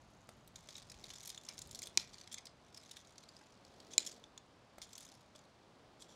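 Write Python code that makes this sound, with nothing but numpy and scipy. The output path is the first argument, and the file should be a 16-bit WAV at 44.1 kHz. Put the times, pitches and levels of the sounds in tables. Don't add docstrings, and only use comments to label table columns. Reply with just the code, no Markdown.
import sys
import numpy as np
from scipy import signal
from scipy.fft import rfft, irfft
from scipy.io import wavfile
from scipy.ndimage import uniform_filter1d

SR = 44100
rng = np.random.default_rng(int(sys.argv[2]) if len(sys.argv) > 2 else 0)


def put_to_file(sound):
    columns = np.atleast_2d(sound).T
    safe = np.clip(columns, -1, 1)
    whole_steps = np.round(safe * 32767)
    wavfile.write(sys.argv[1], SR, whole_steps.astype(np.int16))


N = 271215
TIME = np.arange(N) / SR


def gain_of(db):
    return 10 ** (np.asarray(db) / 20)


def evened(x):
    return x / np.sqrt(np.mean(x ** 2) + 1e-20)


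def read(points, hz):
    f, value = np.transpose(points)
    return np.interp(np.log(hz + 1), np.log(f + 1), value)


def level(curve):
    return gain_of(np.interp(TIME, *np.transpose(curve)))


def add(mix, start_s, sound):
    part = mix[max(round(start_s * SR), 0):][:len(sound)]
    part += sound[:len(part)]


def coloured(x, points):
    gain = gain_of(read(points, np.fft.rfftfreq(len(x), 1 / SR)))
    return irfft(rfft(x) * gain, len(x))


def causal(db):
    cepstrum = irfft(np.log(gain_of(db)))
    half = len(cepstrum) // 2
    cepstrum[1:half] *= 2
    cepstrum[half + 1:] = 0
    return irfft(np.exp(rfft(cepstrum)))


def lifts(modes, hz):
    return sum(lift_db * np.exp(-2 * ((hz - centre_hz) / width_hz) ** 2)
               for centre_hz, width_hz, lift_db in modes)


def swells(rows):
    return sum(gain_of(db) * np.exp(-(2 * (TIME - middle_s) / length_s) ** 2)
               for middle_s, length_s, db in rows)


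# (frequency [Hz], relative density [dB per Hz])
HUSH_SPECTRUM = [(15, -44), (25, -13), (102, -2), (240, -4), (439, -10), (591, -6.5), (1020, -9),
                 (1950, -17.5), (4610, -20.5), (9570, -35), (11900, -45.5), (16000, -54.5)]


def hush(hush_db=-65.5):
    air = coloured(rng.standard_normal(N), HUSH_SPECTRUM)
    air = coloured(air, [(28, -6.5), (45, -2.0)])
    return gain_of(hush_db) * evened(air)


# (middle [s], length [s], level [dB])
BREEZE_GUSTS = [(0, 0.43, -75), (0.47, 0.41, -69), (0.98, 0.34, -65), (1.68, 0.25, -65.5),
                (2.03, 0.35, -71)]


def breeze(calm_db=-83.5):
    spectrum = [(15, -20.0), (45, -3), (130, -2.5), (220, -8.5), (450, -33.0), (2000, -53.0)]
    air = evened(coloured(rng.standard_normal(N), spectrum))
    return (gain_of(calm_db) + swells(BREEZE_GUSTS)) * air


# (middle [s], length [s], level [dB])
CLOTH_REACHES = [(1.05, 0.12, -68), (1.8, 0.64, -71), (3.95, 0.61, -66), (6.05, 0.88, -72.5)]


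def cloth(sway_db=-77):
    spectrum = [(60, -40.0), (200, -3.5), (400, -1), (700, -5.5), (1500, -24.5), (4000, -20.0), (12000, -41.0)]
    swish = evened(coloured(rng.standard_normal(N), spectrum))
    return (gain_of(sway_db) + swells(CLOTH_REACHES)) * swish


# (frequency [Hz], t60 [s])
PATIO_DECAY = [(300, 0.11), (1500, 0.39), (4000, 0.18), (7000, 0.18), (12000, 0.036)]


def patio(x, tail_db=-18.0, wall_s=.0235, wall_db=-4, wall_spread_s=0.0018, early_db=-5.0, rise_s=0.0031):
    t = np.arange(SR // 2) / SR
    after_wall = 1 + 2 * gain_of(wall_db) * np.exp(-abs(t - wall_s) / wall_spread_s)
    density = np.where(t < wall_s, gain_of(early_db), after_wall) * np.minimum(t / rise_s, 1)
    hz, when_s, bands = signal.stft(rng.standard_normal(len(t)) * density, SR, nperseg=256)
    decay = gain_of(-60 * when_s / read(PATIO_DECAY, hz)[:, None])
    tail = signal.istft(bands * decay, SR, nperseg=256)[1]
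    tail *= gain_of(tail_db) / np.linalg.norm(tail)
    tone = [(200, 2.5), (2500, -4.0), (5000, -1.5), (7000, -5.5), (9000, 3.0), (15000, -1.5)]
    return coloured(signal.oaconvolve(x, tail)[:N], tone)


# (middle [s], length [s], stir level [dB])
HAND_BRUSHES = [(0.76, 0.19, -61.5), (1.11, 0.26, -61.5), (1.28, 0.34, -66), (1.5, 0.21, -72),
                (1.74, 0.51, -68), (2.18, 0.17, -64.5), (2.91, 0.31, -66.5), (3.3, 1, -74.5),
                (3.92, 0.28, -74), (5.04, 0.31, -65.5)]
# (time [s], stir level [dB])
PLANT_SHAKES = [(0.557, -62), (1.976, -48), (2.318, -70), (2.745, -75), (3.981, -42), (4.075, -58),
                (4.815, -65), (5.349, -64)]


def stirring(still_db=-86.5, rise_s=0.0012, decay_s=0.04):
    stir = gain_of(still_db) + swells(HAND_BRUSHES)
    shiver = (1 - np.exp(-TIME / rise_s)) * np.exp(-TIME / decay_s)
    for start_s, db in PLANT_SHAKES:
        add(stir, start_s, gain_of(db) * shiver)
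    return stir


# (frequency [Hz], level [dB])
LEAF_SPECTRUM = [(300, -21.5), (1500, -10), (2250, -4.5), (2800, -8.5), (3450, 0), (5000, -2), (7000, -1),
                 (8500, -12.5), (11000, -16), (14000, -24.5), (16000, -38.5)]
# (time [s], treble [dB])
DRYNESS = [(0.35, 24.5), (0.75, 4), (1.25, 11), (1.42, 9), (1.8, 12.5), (2.02, 4.5), (2.9, 4), (4, 5),
           (5, 10.5), (6.15, 0.5)]


def foliage(stir, leaves_db=-3, leaf_count=30, grains_per_s=650, spread_db=6.5, grain_s=0.0008):
    size = gain_of(spread_db * np.minimum(rng.exponential(1, N), 3)) * rng.choice([-1, 1], N)
    ticks = size * (rng.random(N) < grains_per_s / SR)
    leaf = rng.integers(0, leaf_count, N)
    t = np.arange(512) / SR
    crackles = rng.standard_normal((leaf_count, len(t))) * t * np.exp(-t / grain_s)
    rustle = sum(signal.oaconvolve(ticks * (leaf == k), crackle)[:N] for k, crackle in enumerate(crackles))
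    rustle = evened(coloured(rustle, LEAF_SPECTRUM))
    treble = coloured(rustle, [(4000, -42.0), (6500, -8.0), (10000, -15.0)])
    return gain_of(leaves_db) * stir * (rustle + (level(DRYNESS) - 2.0) * treble)


# (frequency [Hz], level [dB])
STALK_SPECTRUM = [(200, -19.5), (700, -21), (1650, -10), (2250, -5), (2830, -9.5), (3400, -1), (5000, -1.5),
                  (7000, -2.5), (8500, -5), (11000, -11.5), (14000, -19.5), (16000, -25)]


def snap(db, centre_hz, treble_db, give_s, decay_s=0.003, spread_db=6, uneven_db=3, thin_db=6):
    t, hz = np.arange(2048) / SR, np.fft.rfftfreq(2048, 1 / SR)
    sign, size, ripple = rng.standard_normal((3, len(t)))
    envelope = (1 - np.exp(-t / give_s)) ** 2 * np.exp(-t / decay_s)
    fibres = np.sign(sign) * gain_of(spread_db * size) * envelope
    fibres[0] = np.linalg.norm(fibres) * np.exp(-give_s / .0005)
    bump_db, octaves = 8, 0.11
    bump = bump_db * np.exp(-.5 * (np.log2((hz + 1) / centre_hz) / octaves) ** 2)
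    smooth = uniform_filter1d(uniform_filter1d(ripple, size=24), size=24)
    uneven = uneven_db * evened(smooth)[:len(hz)]
    thin = thin_db * np.clip(np.log2(2 * (hz + 1) / centre_hz), -1, 0)
    treble = treble_db * np.clip((hz - 7000) / 3000, 0, 1)
    colour_db = read(STALK_SPECTRUM, hz) + bump + uneven + thin + treble
    sound = signal.fftconvolve(fibres, causal(colour_db))[:len(t)]
    peak_rms = np.sqrt(uniform_filter1d(sound ** 2, size=130).max())
    return gain_of(db) * sound / peak_rms


def twigs(stir, above_leaves_db=4, range_db=12, most_db=-60.0, low_hz=3200, high_hz=7000,
          bright_db=-10, dry_lift=1.2, give_s=0.00043, count=280):
    out = np.zeros(N)
    for k, (when, size, thinness) in enumerate(rng.random((count, 3))):
        at = int((k + when) / count * N)
        middle_db = min(20 * np.log10(stir[at]) + above_leaves_db, most_db)
        db = middle_db + range_db * (size - .5)
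        centre_hz = low_hz * (high_hz / low_hz) ** thinness
        treble_db = bright_db + dry_lift * np.interp(TIME[at], *np.transpose(DRYNESS))
        add(out, TIME[at], snap(db, centre_hz, treble_db, give_s))
    return out


# (time [s], level [dB], lowest resonance [Hz], its t60 [s])
POT_KNOCKS = [(0.2906, -54.5, 690, 0.023), (0.688, -63.5, 630, 0.035), (3.412, -65, 845, 0.06),
              (4.783, -54.5, 703, 0.023), (5.354, -62, 625, 0.023)]


def knocks():
    out, t = np.zeros(N), np.arange(SR // 5) / SR
    modes = [(1, 7.5), (1.2, -5), (1.9, 6), (2.4, 1), (3.1, 1.5)]  # (frequency ratio, level [dB])
    for start_s, db, hz, t60_s in POT_KNOCKS:
        for ratio, mode_db in modes:
            envelope = gain_of(db + mode_db - 60 * t * ratio / t60_s)
            add(out, start_s, envelope * np.sin(2 * np.pi * hz * ratio * t))
    return out


# (time [s], level [dB], resonance [Hz], treble [dB], give time [s])
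STALK_CRACKS = [(0.2898, -49, 3600, 6, .0008), (0.475, -52.5, 5950, 19, .001),
                (0.5578, -42, 3830, -2, 0.00052), (0.6879, -42, 3800, -1.5, 0.00051),
                (0.707, -49, 4500, -10, 0.00023), (0.7527, -40.5, 3750, -16, 0.00099),
                (0.764, -46, 6600, 1, .0015), (0.7788, -44, 3800, 0, .0015),
                (0.8965, -44.5, 5300, -4, 0.0027), (0.9176, -44, 2500, -1, 0.00057),
                (0.9415, -51, 2330, -4, 0.00092), (1.04, -40, 3700, -4, 0.00084),
                (1.1017, -44, 4240, -17, .0015), (1.1356, -44, 3320, 3, 0.00073),
                (1.1586, -47.5, 6800, -10, 0.00089), (1.2325, -45, 7000, 7, 0.00026),
                (1.255, -42.5, 6900, 7, .0015), (1.2733, -39, 6460, 11, .002),
                (1.2915, -41, 6440, 7, .0012), (1.2997, -37.5, 6900, 0, 0.0013),
                (1.3466, -41, 3700, -10, .0002), (1.449, -48.5, 6770, -4, 0.0018),
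                (1.487, -34.5, 5600, -3, 0.00088), (1.58, -38.5, 5870, -6, 0.00017),
                (1.59, -38.5, 6860, 5, .0003), (1.6185, -36.5, 6950, 6, .0001),
                (1.6732, -48.5, 7000, 9, .0001), (1.712, -39.5, 6660, 5, .0001),
                (1.729, -48, 6900, 3, .0001), (1.7483, -36, 6900, 0, .0001),
                (1.7562, -39, 6250, 3, 0.000091), (1.791, -36, 7040, 4, .0001),
                (1.8198, -37, 4300, 7, 0.00021), (1.828, -36.5, 6800, 0.5, .001),
                (1.8354, -40, 6900, 1, .0005), (1.8574, -45.5, 3550, 3, 0.00052),
                (1.8714, -37, 3600, 2.5, .0002), (2.1413, -44, 4400, -12, 0.00057),
                (2.183, -45.5, 4430, -8, 0.00018), (2.2124, -43.5, 4160, -3, 0.00037),
                (2.275, -43.5, 2140, -8, 0.00033), (2.325, -43, 7800, 9, .003),
                (2.3423, -34, 3340, -0.5, 0.00043), (2.383, -40.5, 3550, -6, .0004),
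                (2.455, -44, 5070, 2, 0.00045), (2.4678, -43.5, 4800, -9, 0.0013),
                (2.7452, -45, 5370, 1, .0006), (2.772, -44, 4870, 0, 0.0026), (2.911, -42, 5470, -1, .002),
                (2.9665, -43.5, 3800, 1, .003), (3.1816, -42.5, 5300, -8, 0.00015),
                (3.2347, -51, 4240, -2, .001), (3.2896, -45.5, 4950, -4, 0.000092),
                (3.3666, -45.5, 4950, -4, 0.00011), (3.65, -49, 4700, -5, 0.00009),
                (3.802, -47, 4770, -6, 0.00026), (3.935, -38.5, 6200, -8, .0006),
                (4.048, -45, 3700, 0, .002), (4.115, -45, 7350, -2, 0.00072),
                (4.783, -49.5, 2100, 4.5, .0003), (4.8174, -39, 5260, -3, 0.00038),
                (4.9303, -44.5, 5700, 2, .0008), (4.953, -43, 6140, -2, 0.00095),
                (4.9783, -42, 6200, 7, 0.0012), (5.0046, -47.5, 7080, 5, .001),
                (5.027, -51, 5500, 2, 0.0027), (5.051, -52, 6300, 5, .0015),
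                (5.351, -55, 2370, -7, 0.00046), (6.021, -44.5, 3360, -8, 0.0008)]


def stalks(trim_db=-6, treble_trim_db=-2):
    out = np.zeros(N)
    for start_s, db, centre_hz, treble_db, give_s in STALK_CRACKS:
        add(out, start_s, snap(db + trim_db, centre_hz, treble_db + treble_trim_db, give_s))
    return out


# (start [s], length [s], level [dB], lowest resonance [Hz], brightness [dB per octave])
STEM_SCRAPES = [(1.48, 0.066, -57.5, 2300, -9), (2.117, 0.077, -73, 3240, 0), (2.314, 0.045, -51, 3340, 1),
                (2.374, 0.033, -54, 2140, -4.5), (3.908, 0.07, -58, 3300, 0.5),
                (4.062, 0.032, -42, 3250, 6), (4.814, 0.06, -53, 3330, 2), (5.995, 0.095, -62.5, 3400, 5.5),
                (6.082, 0.11, -63.5, 3390, 1)]
# (frequency ratio, width [Hz], lift [dB])
SCRAPE_MODES = [(1, 328, 11.5), (1.69, 400, 7.5), (2.18, 350, 9), (2.8, 498, 6.5)]


def scrapes(slips_per_s=1800, spread_db=4, skew=0.41):
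    out, hz = np.zeros(N), np.fft.rfftfreq(1024, 1 / SR)
    for start_s, length_s, db, lowest_hz, tilt_db in STEM_SCRAPES:
        along = np.arange(0, 1, 1 / (length_s * SR))
        chance, sign, size = rng.random((3, len(along)))
        sizes = np.sign(sign - .5) * gain_of(-spread_db * np.log(size + 0.027))
        slips = (chance < slips_per_s / SR) * sizes
        modes = [(ratio * lowest_hz, width_hz, lift_db) for ratio, width_hz, lift_db in SCRAPE_MODES]
        tilt = tilt_db * np.log2(np.clip(hz / lowest_hz, .5, 3))
        colour_db = read(LEAF_SPECTRUM, hz) + lifts(modes, hz) + tilt
        rasp = evened(signal.fftconvolve(slips, causal(colour_db))[:len(along)])
        add(out, start_s, gain_of(db) * rasp * np.sin(np.pi * along ** skew) ** 2)
    return out


# (time [s], level [dB], upper mode relative to lower [dB])
JAW_CLICKS = [(1.3772, -38, -12), (4.2398, -44, -16), (4.3773, -44, -1.5)]
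# (frequency [Hz], t60 [s])
SPRING_MODES = [(3530, 0.016), (6900, 0.0093)]


def spring(tick_db=-7, treble_db=-9, give_s=0.00042):
    out, t = np.zeros(N), np.arange(2048) / SR
    for start_s, db, upper_db in JAW_CLICKS:
        for (hz, t60_s), mode_db in zip(SPRING_MODES, [db, db + upper_db]):
            add(out, start_s, gain_of(mode_db - 60 * t / t60_s) * np.sin(2 * np.pi * hz * t))
        add(out, start_s, snap(db + tick_db + upper_db / 2, SPRING_MODES[1][0], treble_db, give_s))
    return out


# (time [s], peak level [dB], frequency [Hz])
HANDLE_STOPS = [(1.976, -37.5, 344), (3.986, -44.5, 340)]


def handle_stops(cycles=0.64):
    out, t = np.zeros(N), np.arange(-SR // 100, SR // 100) / SR
    for middle_s, db, hz in HANDLE_STOPS:
        push = np.exp(-abs(t * hz / cycles)) * np.cos(2 * np.pi * hz * t)
        add(out, middle_s - len(t) / SR / 2, gain_of(db) * push)
    return out


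# (time [s], level [dB], blade ring factor, far-side break delay [s],
# far-side level [dB], travel time along the blades [s])
CUTS = [(1.9741, 1, 0.71, 0.00181, -4, 0.0025), (3.9801, 1, 1.52, 0.00071, -29.5, 0.001)]
# (frequency [Hz], width [Hz], lift [dB])
BLADE_MODES = [(2446, 110, 8), (4010, 160, 10), (5110, 182, 6.5), (5880, 170, 7), (6960, 530, 10),
               (10000, 276, 9.5), (12350, 390, 7.5)]
# (frequency [Hz], level [dB])
FIRST_STEM_SPECTRUM = [(120, -24), (620, -16), (1000, -4.5), (1130, -21.5), (1600, -12.5), (2300, 4),
                       (2850, -5.5), (4300, 6.5), (6300, 5), (7100, -1.5), (8200, 1), (8800, -11),
                       (12500, -19), (14200, -43)]
SECOND_STEM_SPECTRUM = [(120, -33), (980, -12.5), (1550, -35.5), (2100, -1.5), (2450, -4.5), (2720, -11),
                        (3100, -0.5), (4000, 1), (5000, 3), (6100, -14), (7100, 4), (8600, 4), (9100, -16),
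                        (13200, -20.5), (15000, -42)]


def snips(tear_db=-37, tear_s=0.002, clamp_s=0.0092):
    out, t, hz = np.zeros(N), np.arange(4096) / SR, np.fft.rfftfreq(4096, 1 / SR)
    blades_db = lifts(BLADE_MODES, hz)
    stems = [FIRST_STEM_SPECTRUM, SECOND_STEM_SPECTRUM]
    for (start_s, db, ring, far_s, far_db, travel_s), stem in zip(CUTS, stems):
        delay_s = travel_s * (np.sqrt(8000 / np.clip(hz, 3800, 8000)) - 1)
        dispersion = np.exp(-2j * np.pi * (np.cumsum(delay_s) - delay_s[0]) * hz[1])
        far_gain = gain_of(far_db + read([(5000, -7.0), (9000, -5.0)], hz))
        far_side = far_gain * np.exp(-2j * np.pi * hz * far_s)
        near_side = rfft(causal(db + read(stem, hz) + ring * blades_db))
        crack = irfft(near_side * dispersion * (1 - far_side))
        add(out, start_s, crack * np.exp(-(t / clamp_s) ** 4))
        fibres = evened(coloured(rng.standard_normal(len(t)), stem))
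        add(out, start_s, gain_of(db + tear_db) * fibres * np.exp(-t / tear_s))
    return out


def scene(plant_room_db=6):
    background = hush() + breeze() + cloth()
    stir = stirring()
    plant = foliage(stir) + twigs(stir) + knocks() + stalks() + scrapes()
    tool = spring() + handle_stops() + snips()
    reflections = patio(tool + gain_of(plant_room_db) * plant)
    return (background + reflections + plant + tool)[None]


def record(dry, edge_hz=16000):
    lowpass = signal.firwin(255, edge_hz, window=("kaiser", 8), fs=SR)
    return signal.oaconvolve(dry, lowpass[None], "same")


dry = scene()
out = record(dry)
put_to_file(out)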